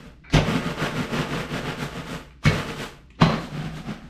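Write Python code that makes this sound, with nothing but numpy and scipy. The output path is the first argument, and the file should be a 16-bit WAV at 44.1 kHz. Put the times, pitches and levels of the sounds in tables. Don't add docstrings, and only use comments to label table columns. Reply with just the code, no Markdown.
import sys
import numpy as np
from scipy import signal
from scipy.fft import rfft, irfft
from scipy.io import wavfile
from scipy.ndimage import uniform_filter1d

SR = 44100
rng = np.random.default_rng(int(sys.argv[2]) if len(sys.argv) > 2 else 0)


def int16_out(signal):
    q = np.round(np.clip(np.atleast_2d(signal).T, -1, 1) * 32767)
    wavfile.write(sys.argv[1], SR, q.astype(np.int16))


N = 180369
TIME = np.arange(N) / SR

# [full pressure t/s, hold/s, crumbs level/dB, rumble level/dB, bag level/dB]
SHOVES = [(0.0, 0.071, -46.5, -41.5, -63.5), (0.493, 0.077, -25.5, -20.5, -45),
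          (0.663, 0.046, -28.5, -26.0, -48.5), (0.826, 0.038, -24, -24.5, -43.5),
          (0.978, 0.051, -28, -24.0, -46.5), (1.151, 0.067, -25.0, -23.5, -45),
          (1.332, 0.08, -27.5, -27.5, -47.0), (1.55, 0.028, -27.5, -24.5, -46),
          (1.679, 0.028, -28, -27.5, -48.0), (1.829, 0.0093, -29, -26, -44),
          (1.96, 0.042, -33.5, -32.0, -51.5), (2.106, 0.047, -33.0, -31, -48),
          (2.53, 0.075, -27.5, -27.5, -45), (2.701, 0.0057, -30.5, -29.0, -47.5),
          (2.813, 0.024, -31, -32, -44.5), (3.297, 0.058, -27.5, -24.5, -52),
          (3.426, 0.026, -43, -31.5, -51), (3.561, 0.11, -36, -28, -54), (3.778, 0.0044, -37.5, -28, -51.5),
          (3.904, 0.0058, -34, -26.5, -53.5), (4.03, 0.049, -50.0, -40, -68.0)]
PRESS_S, RELEASE_T60_S = 0.081, 0.41
RUMBLE_EXPONENT, BAG_EXPONENT = 1.49, 1.13


def shove_gains():
    power = np.zeros((3, N))
    for s, hold_s, crumbs_db, rumble_db, bag_db in SHOVES:
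        pressure = stroke(s, hold_s, PRESS_S, RELEASE_T60_S)
        crush = from_db(crumbs_db) * pressure
        jolt = from_db(rumble_db) * pressure ** RUMBLE_EXPONENT
        crease = from_db(bag_db) * pressure ** BAG_EXPONENT
        power += np.square([crush, jolt, crease])
    return np.sqrt(power)


# [f/Hz, relative level/dB]
HEAP_CRUMBS = [(150, -30.5), (290, 6), (395, -18), (540, 2), (760, -2.5), (950, -4), (1100, 1),
               (1600, -1.5), (2000, -3), (2900, -5), (4200, -15), (6000, -21), (8000, -60), (16000, -54)]
EDGE_CRUMBS = [(150, -12.5), (320, 10), (420, 4.5), (620, 4), (750, 8.5), (960, -2.5), (1220, 5.5),
               (1750, 0.5), (2900, -3.5), (4200, -11), (6000, -17), (8000, -42), (16000, -61)]
# [f/Hz, relative level/dB]
HEAP_RUMBLE = [(45, -42), (82, -8), (100, -22), (116, -9), (138, 0.5), (166, 4), (190, -8.5), (222, -3),
               (256, -1.5), (320, -27), (600, -30.5), (2000, -68)]
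EDGE_RUMBLE = [(45, -40), (85, -21), (125, -10.5), (160, 7), (190, -6.5), (218, 1), (255, -4.5), (310, -21),
               (600, -41), (2000, -85)]
# [f/Hz, relative level/dB]
BAG = [(1000, -27.5), (3000, 16.5), (5500, 9.5), (8200, 7.5), (9500, 2), (10900, -3), (11800, 2.5),
       (13200, -2.5), (14500, -9), (16000, -22)]
# [f/Hz, relative level/dB, t60/s]
SLAB = [(367.8, 1.5, 0.1), (433.2, 0.5, 0.17), (464.5, 5.5, 0.11), (509.3, -5, 0.18), (594.3, -2, 0.19),
        (691, -11, 0.47), (863, 0.5, 0.097), (1249, -9, 0.32), (1410, 5, 0.026)]
TURN_S = 3.1


def rolling(crush, jolt, crease, echo):
    turned = TIME > TURN_S
    fractures = grains(1500 + 5000 * np.sqrt(crush / crush.max()), spread_db=2.0)
    bumps = grains(900, spread_db=2.0)[0]

    slab = steady(ring(grains(2500, spread_db=4.5)[0], SLAB), span_s=0.075)
    on_heap = steady(colour(fractures, HEAP_CRUMBS), span_s=0.33) + from_db(-1) * slab
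    on_edge = from_db(1.5) * steady(colour(fractures, EDGE_CRUMBS), span_s=0.037)
    crumbs = crush * np.where(turned, on_edge, on_heap)

    counter = np.where(turned, colour(bumps, EDGE_RUMBLE), colour(bumps, HEAP_RUMBLE))
    rumble = jolt * steady(counter, span_s=0.26)

    folds = grains(7000, spread_db=-0.5)
    slack = colour(folds, BAG, tilt_db=-1.5)
    taut = colour(folds, BAG, tilt_db=-0.14)
    bag = crease * steady(np.where(turned, slack, taut), span_s=0.07)

    airborne = from_db(-4.0) * crumbs + from_db(4.0) * bag
    return in_room(airborne, echo, wet_db=-16.5) + from_db(-2.5) * rumble


# [peak pressure t/s, crunch level/dB, rise/s, t60/s, tilt/(dB/octave), pin ring level/dB,
#  barrel click level/dB, boom level/dB, boom f/Hz]
LANDINGS = [(0.341, -17, 0.0076, 0.22, -1.5, -32, -50, -14.5, 44.8),
            (0.366, -15.5, 0.0014, 0.2, -5, -43, -60, -16.5, 100.5),
            (2.456, -25, 0.0087, 0.17, 1.5, -23, -29, -20, 54),
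            (2.472, -23, 0.0077, 0.21, -3, -8.5, -23.5, -16, 100),
            (3.218, -16, 0.0079, 0.21, -5, -10.5, -32, -24, 39.6),
            (3.289, -30, 0.011, 0.81, -18, -15, -46, -24.5, 138)]
# [f/Hz, relative level/dB]
HEAP = [(20, -16), (42, -26), (80, 3), (150, 1.5), (290, 5), (450, -1.5), (780, -8), (1400, -6.5),
        (2700, -1), (4300, -8.5), (6000, -10.5), (8000, -21.5), (12000, -27.5), (16000, -46)]
# [f/Hz, relative level/dB, t60/s]
PIN = [(1120, -7, 0.085), (2160, -6, 0.087), (3150, 7, 0.12), (3030, 0, 0.065), (3500, -34, .09),
       (4000, 13, 0.038), (4140, 12, 0.046), (4400, -23, 0.032), (4880, -10, 0.14)]
# [f/Hz, relative level/dB, t60/s]
BARREL = [(2214, 6.5, 0.16)]
RING_LAG_S, BOOM_RISE_S, BOOM_T60_S = 0.0063, 0.0043, 0.35


def landings(echo):
    crunch, barrel, boom = 0, 0, 0
    singing = steady(ring(grains(2000, spread_db=0.0)[0], PIN), span_s=0.02)
    slab = from_db(-8.5) * steady(ring(grains(2000, spread_db=10.5)[0], SLAB), span_s=0.18)
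    for s, db, rise_s, t60_s, tilt_db, ring_db, barrel_db, boom_db, boom_hz in LANDINGS:
        fractures = steady(colour(grains(7000, spread_db=1.0), HEAP, tilt_db), span_s=0.033)
        ringing = slab + from_db(ring_db) * singing
        cracking = swell(s, rise_s, t60_s) * fractures
        late_ring = swell(s + RING_LAG_S, rise_s, t60_s) * ringing
        crunch = crunch + from_db(db) * (cracking + late_ring)
        barrel = barrel + ring(blows([s], [barrel_db]), BARREL)
        tone = np.sin(2 * np.pi * boom_hz * (TIME - s))
        boom = boom + from_db(boom_db) * swell(s, BOOM_RISE_S, BOOM_T60_S) * tone
    return in_room(crunch, echo, wet_db=-8.5) + barrel + boom


def clack(s, db, hz, cycles):
    return ring(blows([s], [db]), [(hz, 0, cycles / hz)])


# [t/s, thud level/dB, clack level/dB, clack f/Hz]
KNOCKS = [(0.3428, -8, -17, 2600), (0.3573, -22, -8.5, 776), (0.388, -19, -9.5, 590),
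          (0.416, -18, -65, 413), (1.136, -24.5, -30, 400), (1.346, -23.5, -28, 440),
          (1.559, -22, -27, 333), (2.4552, -11.5, -8.5, 1270), (2.464, -15, -6, 1800),
          (2.4698, -12, -15, 506), (2.512, -22, -15, 440), (2.686, -27, -40, 420), (2.777, -31, -44, 453),
          (3.2191, -8.5, 0, 1075), (3.2238, -12.5, -7, 645), (3.236, -14.5, -15, 850),
          (3.266, -11.5, -19, 824), (3.295, -19, -12, 566), (3.312, -26, -25, 1090), (3.576, -30, -29, 286),
          (3.659, -29.5, -28, 266), (3.888, -30, -25.5, 330)]
# [f/Hz, relative level/dB, t60/s]
COUNTER = [(155, -3.5, 0.16), (160.6, -4.5, 0.15), (217.4, -8, 0.12), (258, -28, 0.13)]


def knocks(echo):
    s, thud_db, _, _ = np.transpose(KNOCKS)
    modes = ring(blows(s, thud_db), COUNTER)
    thuds = filtered(modes, 2, 95, "high")
    clacks = sum(clack(at, db, hz, cycles=13.1) for at, _, db, hz in KNOCKS)
    return thuds + in_room(clacks, echo, wet_db=-4.5)


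# [t/s, level/dB, f/Hz, t60/s]
TICKS = [(0.3015, -34.5, 1800, 0.03), (0.3, -41.5, 4100, 0.11), (2.3075, -44.5, 2380, 0.021),
         (2.428, -40, 1200, 0.06), (2.439, -35, 1160, 0.095), (3.104, -43, 2700, 0.027),
         (3.103, -62, 7000, 0.08), (3.153, -54, 3300, 0.06), (3.191, -39, 1200, 0.089)]


def bag_ticks(echo):
    creases = filtered(grains(5000, spread_db=3.0)[0], 2, 6500)
    ticks = 0
    for s, db, hz, t60_s in TICKS:
        crackle = steady(ring(creases, [(hz, 0, 7.3 / hz)]), span_s=0.0066)
        ticks = ticks + from_db(db) * swell(s, 0.00082, t60_s) * crackle
    return in_room(ticks, echo, wet_db=-1.5)


# [f/Hz, relative level/dB, t60/s]
AXLE = [(1040, -15, 0.043), (1570, 2, 0.032), (1720, -6, 0.022), (2030, -2, 0.028), (2270, 6.5, 0.036),
        (3680, -9, .025), (4140, -11, .04)]
CREAK_AT_S, CREAK_HOLD_S, CREAK_DB = 0.2465, 0.046, -47
CREAK_ATTACK_S, CREAK_T60_S = 0.011, 0.065


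def axle_creak():
    slips = filtered(grains(2500, spread_db=2.5)[0], 2, 3200)
    envelope = stroke(CREAK_AT_S, CREAK_HOLD_S, CREAK_ATTACK_S, CREAK_T60_S)
    return from_db(CREAK_DB) * envelope * steady(ring(slips, AXLE), span_s=0.012)


# [f/Hz, relative level/dB]
CABINET = [(10, -37), (22, 4), (42, 3), (60, 1), (75, -24), (110, -29), (300, -64)]


def cabinet(jolt):
    shudder = steady(colour(rng.standard_normal(N), CABINET), span_s=0.13)
    return from_db(-42.5) * (jolt / jolt.max()) ** 0.28 * shudder


# [f/Hz, relative level/dB]
HUSH = [(20, -58), (45, 1.5), (65, 11), (90, -15.5), (140, 1.5), (210, -9.5), (270, -8), (400, -17),
        (700, -72), (2000, -32), (5000, -38), (10000, -59), (16000, -84)]
HUSH_RMS_DB = -49


def kitchen_hush():
    return from_db(HUSH_RMS_DB) * rms_one(colour(rng.standard_normal(N), HUSH))


# [f/Hz, t60/s]
KITCHEN = [(250, 0.44), (1000, 0.54), (4000, 0.36), (9000, 0.49), (16000, 0.3)]


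def kitchen_echo():
    t = TIME[:SR // 2]
    edges_hz = np.geomspace(220, 16000, 8)
    tail = 0
    for low, high in zip(edges_hz, edges_hz[1:]):
        sos = signal.butter(2, [low, high], "band", fs=SR, output="sos")
        band = signal.sosfilt(sos, rng.standard_normal(len(t)))
        t60_s = at_hz(KITCHEN, np.sqrt(low * high))
        tail = tail + band * from_db(-60 * t / t60_s)
    tail = tail * np.clip(t / 0.0023, 0, 1)
    return tail / np.sqrt(np.sum(tail ** 2))


def in_room(x, echo, wet_db):
    x, wet = np.atleast_2d(x), from_db(wet_db)
    reflections = signal.fftconvolve(x, echo[None])[:, :N]
    return (x + wet * reflections) / np.sqrt(1 + wet ** 2)


SPREAD_HZ = 11940


def grains(per_s, spread_db):
    sizes = from_db(spread_db * np.minimum(rng.exponential(1, N), 4.5))
    clicks = sizes * rng.choice([-1, 1], N) * (rng.random(N) < per_s / SR)
    highs = filtered(clicks * rng.standard_normal(N), 12, SPREAD_HZ, "high")
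    return clicks + highs * np.array([[1], [-1]])


CONTACT_HZ = 4180


def blows(times_s, levels_db):
    clicks = np.zeros(N)
    clicks[np.round(np.asarray(times_s) * SR).astype(int)] = from_db(levels_db)
    return filtered(clicks, 2, CONTACT_HZ)


def ring(clicks, modes):
    out = 0
    for hz, db, t60_s in modes:
        r = from_db(-60 / (t60_s * SR))
        w = 2 * np.pi * hz / SR
        mode = signal.lfilter([0, np.sin(w)], [1, -2 * r * np.cos(w), r * r], clicks + 1e-18)
        out = out + from_db(db) * mode
    return out


def swell(s, rise_s, t60_s):
    rise = np.exp(np.minimum(TIME - s, 0) / rise_s)
    return rise * from_db(-60 * np.maximum(TIME - s, 0) / t60_s)


def stroke(s, hold_s, attack_s, t60_s):
    climb = np.clip(1 + (TIME - s) / attack_s, 0, 1)
    return climb * from_db(-60 * np.maximum(TIME - s - hold_s, 0) / t60_s)


def colour(x, spectrum, tilt_db=0):
    size = 2 ** 18
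    hz = np.maximum(np.arange(size // 2 + 1) * SR / size, 1)
    octaves = np.log2(np.maximum(hz / 1000, 1))
    cepstrum = irfft(np.log(from_db(at_hz(spectrum, hz) + tilt_db * octaves)))
    cepstrum[1:size // 2] *= 2
    cepstrum[size // 2 + 1:] = 0
    return irfft(rfft(x, size) * np.exp(rfft(cepstrum)))[..., :N]


def filtered(x, order, hz, kind="low"):
    return signal.sosfilt(signal.butter(order, hz, kind, fs=SR, output="sos"), x + 1e-18)


def at_hz(points, hz):
    knots_hz, values = np.transpose(points)
    return np.interp(np.log(np.maximum(hz, 1)), np.log(knots_hz), values)


def steady(x, span_s):
    size = int(span_s * SR / 2) + 1
    power = uniform_filter1d(uniform_filter1d(x ** 2, size), size)
    return x / np.sqrt(np.abs(power) + 1e-12)


def rms_one(x):
    return x / np.sqrt(np.mean(x ** 2) + 1e-20)


def from_db(db):
    return 10 ** (np.asarray(db) / 20)


def scene():
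    echo = kitchen_echo()
    crush, jolt, crease = shove_gains()
    pin = rolling(crush, jolt, crease, echo) + landings(echo) + knocks(echo)
    handling = bag_ticks(echo) + axle_creak()
    return pin + handling + cabinet(jolt) + kitchen_hush()


CUTOFF_HZ = 15300


def record(dry):
    thinned = filtered(dry, 1, 12, "high")
    rounded = 1.483 * np.tanh(thinned / 1.548)
    return signal.sosfilt(signal.ellip(10, .1, 90, CUTOFF_HZ, fs=SR, output="sos"), rounded)


dry = scene()
out = record(dry)
int16_out(out)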